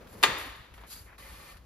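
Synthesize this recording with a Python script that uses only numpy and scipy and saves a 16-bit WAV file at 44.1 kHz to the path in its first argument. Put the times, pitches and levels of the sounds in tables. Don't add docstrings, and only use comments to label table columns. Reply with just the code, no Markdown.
import sys
import numpy as np
from scipy import signal
from scipy.fft import rfft, irfft, next_fast_len
from scipy.io import wavfile
from scipy.ndimage import uniform_filter1d

SR = 44100
rng = np.random.default_rng(int(sys.argv[2]) if len(sys.argv) > 2 else 0)


def store_pcm(level_fs):
    pcm = np.round(np.clip(level_fs, -1, 1) * 32767).astype(np.int16)
    wavfile.write(sys.argv[1], SR, np.atleast_2d(pcm).T)


N = 72765
TIME_S = np.arange(N) / SR


def from_db(db):
    return 10 ** (np.asarray(db) / 20)


def unit_rms(x):
    return x / np.sqrt(np.mean(x ** 2) + 1e-20)


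def at_hz(table, hz, column=1):
    table = np.array(table)
    return np.interp(np.log(np.maximum(hz, 1)), np.log(table[:, 0]), table[:, column])


def rise(attack_s, start_s):
    return np.clip((TIME_S - start_s) / attack_s, 0, 1)


def decay(t60_s, start_s=0):
    return (TIME_S >= start_s) * np.exp(-np.log(1000) * np.maximum(TIME_S - start_s, 0) / t60_s)


def resonate(x, hz, width_hz):
    return unit_rms(signal.lfilter(*signal.iirpeak(hz, hz / width_hz, fs=SR), x))


def stereo_noise(spectrum):
    size = next_fast_len(N)
    hz = np.fft.rfftfreq(size, 1 / SR)
    mid, side = rfft(rng.standard_normal((2, size)))
    coherence = np.clip(at_hz(MIC_PAIR, hz), 0, 1)
    pair = np.sqrt(1 + coherence) * mid + np.sqrt(1 - coherence) * side * [[1], [-1]]
    return unit_rms(irfft(pair * from_db(at_hz(spectrum, hz)), size)[:, :N])


# t/s, level/dB, low-pass f/Hz
CONTACTS = [(0.2278, -15, 9000), (0.2296, -6.5, 7000), (0.2335, -5.5, 3000), (0.2352, 0, 7000),
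            (0.2376, -2.5, 2200), (0.241, -1.5, 3000)]
# f/Hz, level/dB
CRACK_SPECTRUM = [(150, -35), (300, -10.5), (600, -9), (1100, 3.5), (2000, -2), (3600, 0), (5500, -10),
                  (8000, -5.5), (11000, -9), (15000, -24.5)]
SNAP_SPECTRUM = [(600, -24), (2000, 3), (3800, 0.5), (5500, 3.5), (8000, -7.5), (11000, -17), (14500, -17),
                 (16000, -9.5)]
# f/Hz, level/dB, t60/s, left minus right/dB
STEEL_MODES = [(259, -36.5, 0.067, 24), (406, -26, 0.098, -2), (897, -22, 0.12, -3), (988, -24.5, .1, 8),
               (1210, -16.5, 0.08, 8), (1571, -31.5, 0.14, -4), (1635, -13, 0.053, -6),
               (1845, -18.5, .1, -6), (2005, -28.5, 0.19, 1.5), (2422, -18, 0.078, -0.5),
               (2711, -18, .05, -0.5), (2970, -20, 0.048, 2), (3606, -14.5, .06, 8.5),
               (3820, -30.5, 0.056, 2), (4395, -31, 0.12, 14), (4806, -28.5, 0.051, 9.5),
               (7120, -25.5, 0.12, -1), (9660, -30, .05, -10.5), (12660, -46, 0.068, 1.5),
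               (14300, -35, 0.041, 1)]

def side_stand():
    crack = from_db(-12) * decay(t60_s=0.014)
    clatter = from_db(-20.5) * decay(t60_s=0.12)
    snap = from_db(-19.5) * decay(t60_s=0.01)
    out = np.zeros((2, N))
    for start_s, db, lowpass_hz in CONTACTS:
        burst = (crack + clatter) * stereo_noise(CRACK_SPECTRUM) + snap * stereo_noise(SNAP_SPECTRUM)
        pole = np.exp(-2 * np.pi * lowpass_hz / SR)
        blow = signal.lfilter([1 - pole], [1, -pole], burst + 1e-18)
        onset = int(start_s * SR)
        out[:, onset:] += from_db(db) * blow[:, :N - onset]
    hardest_s = max(CONTACTS, key=lambda contact: contact[1])[0]
    steel = 0
    for k, (hz, db, t60_s, pan_db) in enumerate(STEEL_MODES):
        gains = from_db(db + pan_db * np.array([[0.5], [-0.5]]))
        mode = decay(t60_s, hardest_s) * np.sin(2 * np.pi * hz * (TIME_S - hardest_s))
        steel += (-1) ** k * gains * mode
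    out += from_db(-2) * steel * rise(0.00073, hardest_s)
    radiation = signal.butter(4, 260, "high", fs=SR, output="sos")
    return signal.sosfilt(radiation, out + 1e-18)


# t/s, level/dB
THUDS = [(0.284, -31)]
# f/Hz, level/dB
THUD_SPECTRUM = [(35, -17.5), (65, 0), (125, 7.5), (180, -5), (250, 0.5), (360, -4), (600, -10.5),
                 (1500, -55)]

def thud():
    envelope = sum(from_db(db) * rise(0.0092, start_s) * decay(0.12, start_s) for start_s, db in THUDS)
    return stereo_noise(THUD_SPECTRUM) * envelope


# t/s, level/dB
TICKS = [(0.072, -52.5), (0.739, -50), (1.181, -54.5), (1.57, -51.5)]
TAPS = [(0.779, -50), (0.812, -53.5), (0.836, -49.5)]
# f/Hz, level/dB
TICK_SPECTRUM = [(300, -13.5), (1500, 9.5), (4500, 0.5), (6500, -8), (11000, -1), (15000, -20.5)]
TAP_SPECTRUM = [(200, -15), (550, 1), (1000, 7.5), (2000, -5), (3500, -5), (6000, -24), (15000, -30)]

def clicks():
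    ticks = sum(from_db(db) * decay(0.069, start_s) for start_s, db in TICKS)
    taps = sum(from_db(db) * decay(0.11, start_s) for start_s, db in TAPS)
    return ticks * stereo_noise(TICK_SPECTRUM) + taps * stereo_noise(TAP_SPECTRUM)


def friction(strokes, texture, grain_db, slips_per_s=76):
    power = 0
    for start_s, length_s, db, attack_s, release_s in strokes:
        fade = np.exp(-2 * np.maximum(TIME_S - start_s - length_s, 0) / release_s)
        power += (from_db(db) * rise(attack_s, start_s) * fade) ** 2
    slips = np.interp(TIME_S * slips_per_s, np.arange(N), rng.standard_normal(N))
    return texture * np.sqrt(power) * from_db(grain_db * slips)


def ringing_noise(spectrum, resonances):
    noise = stereo_noise(spectrum)
    rings = sum(from_db(db) * resonate(noise, hz, width_hz) for hz, width_hz, db in resonances)
    return unit_rms(noise + rings)


# t/s, length/s, level/dB, attack/s, release/s
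SHUFFLES = [(-0.03, 0.15, -52.5, .02, 0.028), (0.08, 0.15, -49, 0.076, .05),
            (0.72, 0.32, -64, 0.0274, 0.072), (0.95, 0.085, -66, 0.013, 0.1)]
SCUFFS = [(0.735, 0.13, -58, 0.05, 0.036), (0.95, 0.051, -61.5, 0.012, 0.094),
          (1.05, .10, -55.5, 0.032, 0.022), (1.53, 0.035, -59, 0.024, 0.018)]
SWISHES = [(0.07, 0.25, -59, 0.042, 0.064), (0.37, 0.023, -47.5, 0.012, 0.172),
           (0.47, .16, -70.5, 0.04, 0.15), (0.74, 0.073, -65, 0.011, 0.092),
           (0.86, 0.076, -45.5, 0.068, 0.044), (0.945, 0.032, -50, 0.014, 0.12)]
RUBS = [(1.179, 0.13, -50.5, 0.0036, 0.044), (1.29, .23, -50.5, 0.037, 0.076)]
# f/Hz, level/dB
SHUFFLE_SPECTRUM = [(70, -7), (120, -4), (200, 0), (330, -5.5), (500, -5), (800, -12), (1200, -13),
                    (2200, -19), (4000, -27.5), (15000, -37)]
SCUFF_SPECTRUM = [(150, -2.5), (500, -6.5), (1000, -3), (1600, -0.5), (2400, -3), (3000, -13), (6000, -34),
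                  (15000, -42)]
SWISH_SPECTRUM = [(200, -18), (1000, 3), (2000, 0), (3300, 2), (4600, 3.5), (6000, -4.5), (8000, -4),
                  (10500, -1.5), (12500, 2.5), (15000, -17)]
RUB_SPECTRUM = [(120, 0.5), (300, -2.5), (700, -5.5), (1200, 0.5), (1600, -4.5), (2100, -5.5), (3300, -6),
                (4600, -6), (6000, -12), (8000, -8), (11500, -6), (15000, -25)]
# f/Hz, width/Hz, level/dB
SWISH_RINGS = [(4570, 300, -23), (7340, 1200, -3.5), (10280, 1200, -1.5)]
RUB_RINGS = [(551, 54, -17), (857, 24, -18.5), (1143, 65, -15), (1810, 33, -12.5), (2053, 18, -14.5),
             (2396, 95, -13.5), (4380, 71, -21)]

def rider():
    shuffles = friction(SHUFFLES, stereo_noise(SHUFFLE_SPECTRUM), grain_db=1.5)
    scuffs = friction(SCUFFS, stereo_noise(SCUFF_SPECTRUM), grain_db=1.3)
    swishes = friction(SWISHES, ringing_noise(SWISH_SPECTRUM, SWISH_RINGS), grain_db=2.0)
    rubs = friction(RUBS, ringing_noise(RUB_SPECTRUM, RUB_RINGS), grain_db=0.3)
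    return shuffles + scuffs + swishes + rubs


# t/s, length/s, level/dB, attack/s, release/s, f/Hz, width/Hz
BUMP_AND_SQUEAKS = [(0.435, .05, -56, .012, .02, 270, 70), (0.897, .048, -54.5, .015, .015, 4680, 330),
                    (0.955, .045, -58, .01, .015, 4720, 300), (0.92, .02, -61, .01, .02, 4100, 250),
                    (1.215, .065, -58, .012, .02, 2060, 150)]

def bump_and_squeaks():
    out = 0
    for *stroke, hz, width_hz in BUMP_AND_SQUEAKS:
        band = resonate(stereo_noise(SWISH_SPECTRUM), hz, width_hz)
        tone = resonate(band, hz, width_hz)
        out += friction([stroke], tone, grain_db=2.0)
    return out


# f/Hz, t60/s
HALL_T60 = [(120, .5), (400, 0.79), (1000, 0.9444), (2000, 0.85), (4000, 0.8865), (7000, 0.67),
            (13000, 0.64)]

def reverb_tail(spectrum, start_s, build_s=0.0041):
    noise_bins = rfft(stereo_noise(spectrum))
    hz = np.fft.rfftfreq(N, 1 / SR)
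    centres_hz = np.geomspace(125, 16000, 8)
    tail = 0
    for centre_hz, share in zip(centres_hz, np.eye(len(centres_hz))):
        octave_gain = at_hz(np.column_stack([centres_hz, share]), hz)
        tail += irfft(noise_bins * octave_gain, N) * decay(at_hz(HALL_T60, centre_hz), start_s)
    return tail * rise(build_s, start_s)


# f/Hz, level/dB
HALL_SPECTRUM = [(120, 5), (1000, -3), (2000, 3), (3600, 1.5), (6000, 4.5), (10000, -11), (14000, 7)]
WASH_SPECTRUM = [(120, -20.5), (330, -2.5), (550, -0.5), (720, -5), (1000, 0.5), (1280, 2), (1450, -3.5),
                 (1900, 2), (2500, -4), (3650, -7), (4500, -10), (5600, -20), (7500, -13), (11000, -22),
                 (15000, -40.5)]

def hall(knocks, delay_s=0.0038, wash_s=0.24):
    response = unit_rms(reverb_tail(HALL_SPECTRUM, delay_s)) / np.sqrt(N)
    reflections = signal.fftconvolve(knocks, response, axes=-1)[:, :N]
    wash = reverb_tail(WASH_SPECTRUM, wash_s + delay_s)
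    return from_db(-12) * reflections + from_db(-28.5) * wash


# t/s, relative level/dB
RUMBLE_CONTOUR = [(0.0, -61), (0.032, -54), (0.248, -53.5), (0.312, -44), (0.372, -52), (0.522, -47.5),
                  (0.56, -57), (0.614, -48.5), (0.666, -67), (0.716, -49.5), (0.826, -48), (0.876, -58),
                  (1.02, -49), (1.148, -56.5), (1.342, -46), (1.484, -64), (1.548, -47.5), (1.65, -53.5)]
# f/Hz, level/dB
RUMBLE_SPECTRUM = [(25, -38), (40, -12.5), (56, 0.5), (68, -7.5), (100, -13.5), (140, -21), (250, -31.5),
                   (1000, -77)]
AIR_SPECTRUM = [(30, -15), (100, -4.5), (200, -5), (500, -6), (1100, -10), (2200, -17), (4000, -21.5),
                (8000, -27), (12000, -28), (16000, -38)]

def background():
    noise = stereo_noise(RUMBLE_SPECTRUM)
    local_power = uniform_filter1d(np.mean(noise ** 2, axis=0), size=3000)
    level_db = np.interp(TIME_S, *np.transpose(RUMBLE_CONTOUR)) - 2.5
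    rumble = from_db(level_db) * noise / np.sqrt(local_power + 1e-9)
    return rumble + from_db(-62.5) * stereo_noise(AIR_SPECTRUM)


def scene():
    knocks = side_stand() + thud() + clicks()
    return knocks + rider() + bump_and_squeaks() + hall(knocks) + background()


# f/Hz, diffuse coherence, left lead/rad, left minus right/dB
MIC_PAIR = [(60, .98, 0, 1.5), (330, .9, .05, 2), (620, .4, 0, 2.5), (1150, .45, .3, 2), (1800, .6, .3, 1),
            (2900, .55, 1.0, 2), (4000, .55, 1.2, 2.5), (5700, .25, -.8, 1), (7400, .85, -2.6, .5),
            (8600, .99, -3.14, 0), (10000, .75, -3.9, 0), (11500, .75, -5.4, 0), (12700, .99, -6.28, 0)]

def record(dry, stopband_hz=16500):
    size = next_fast_len(N + SR // 10)
    hz = np.fft.rfftfreq(size, 1 / SR)
    left, right = rfft(dry, size)
    balance = from_db(at_hz(MIC_PAIR, hz, column=3) / 2)
    lag = np.exp(-1j * at_hz(MIC_PAIR, hz, column=2))
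    pair = irfft([left * balance, right / balance * lag], size)[:, :N]
    return signal.sosfilt(signal.cheby2(14, 70, stopband_hz, fs=SR, output="sos"), pair)


dry = scene()
out = record(dry)
store_pcm(out)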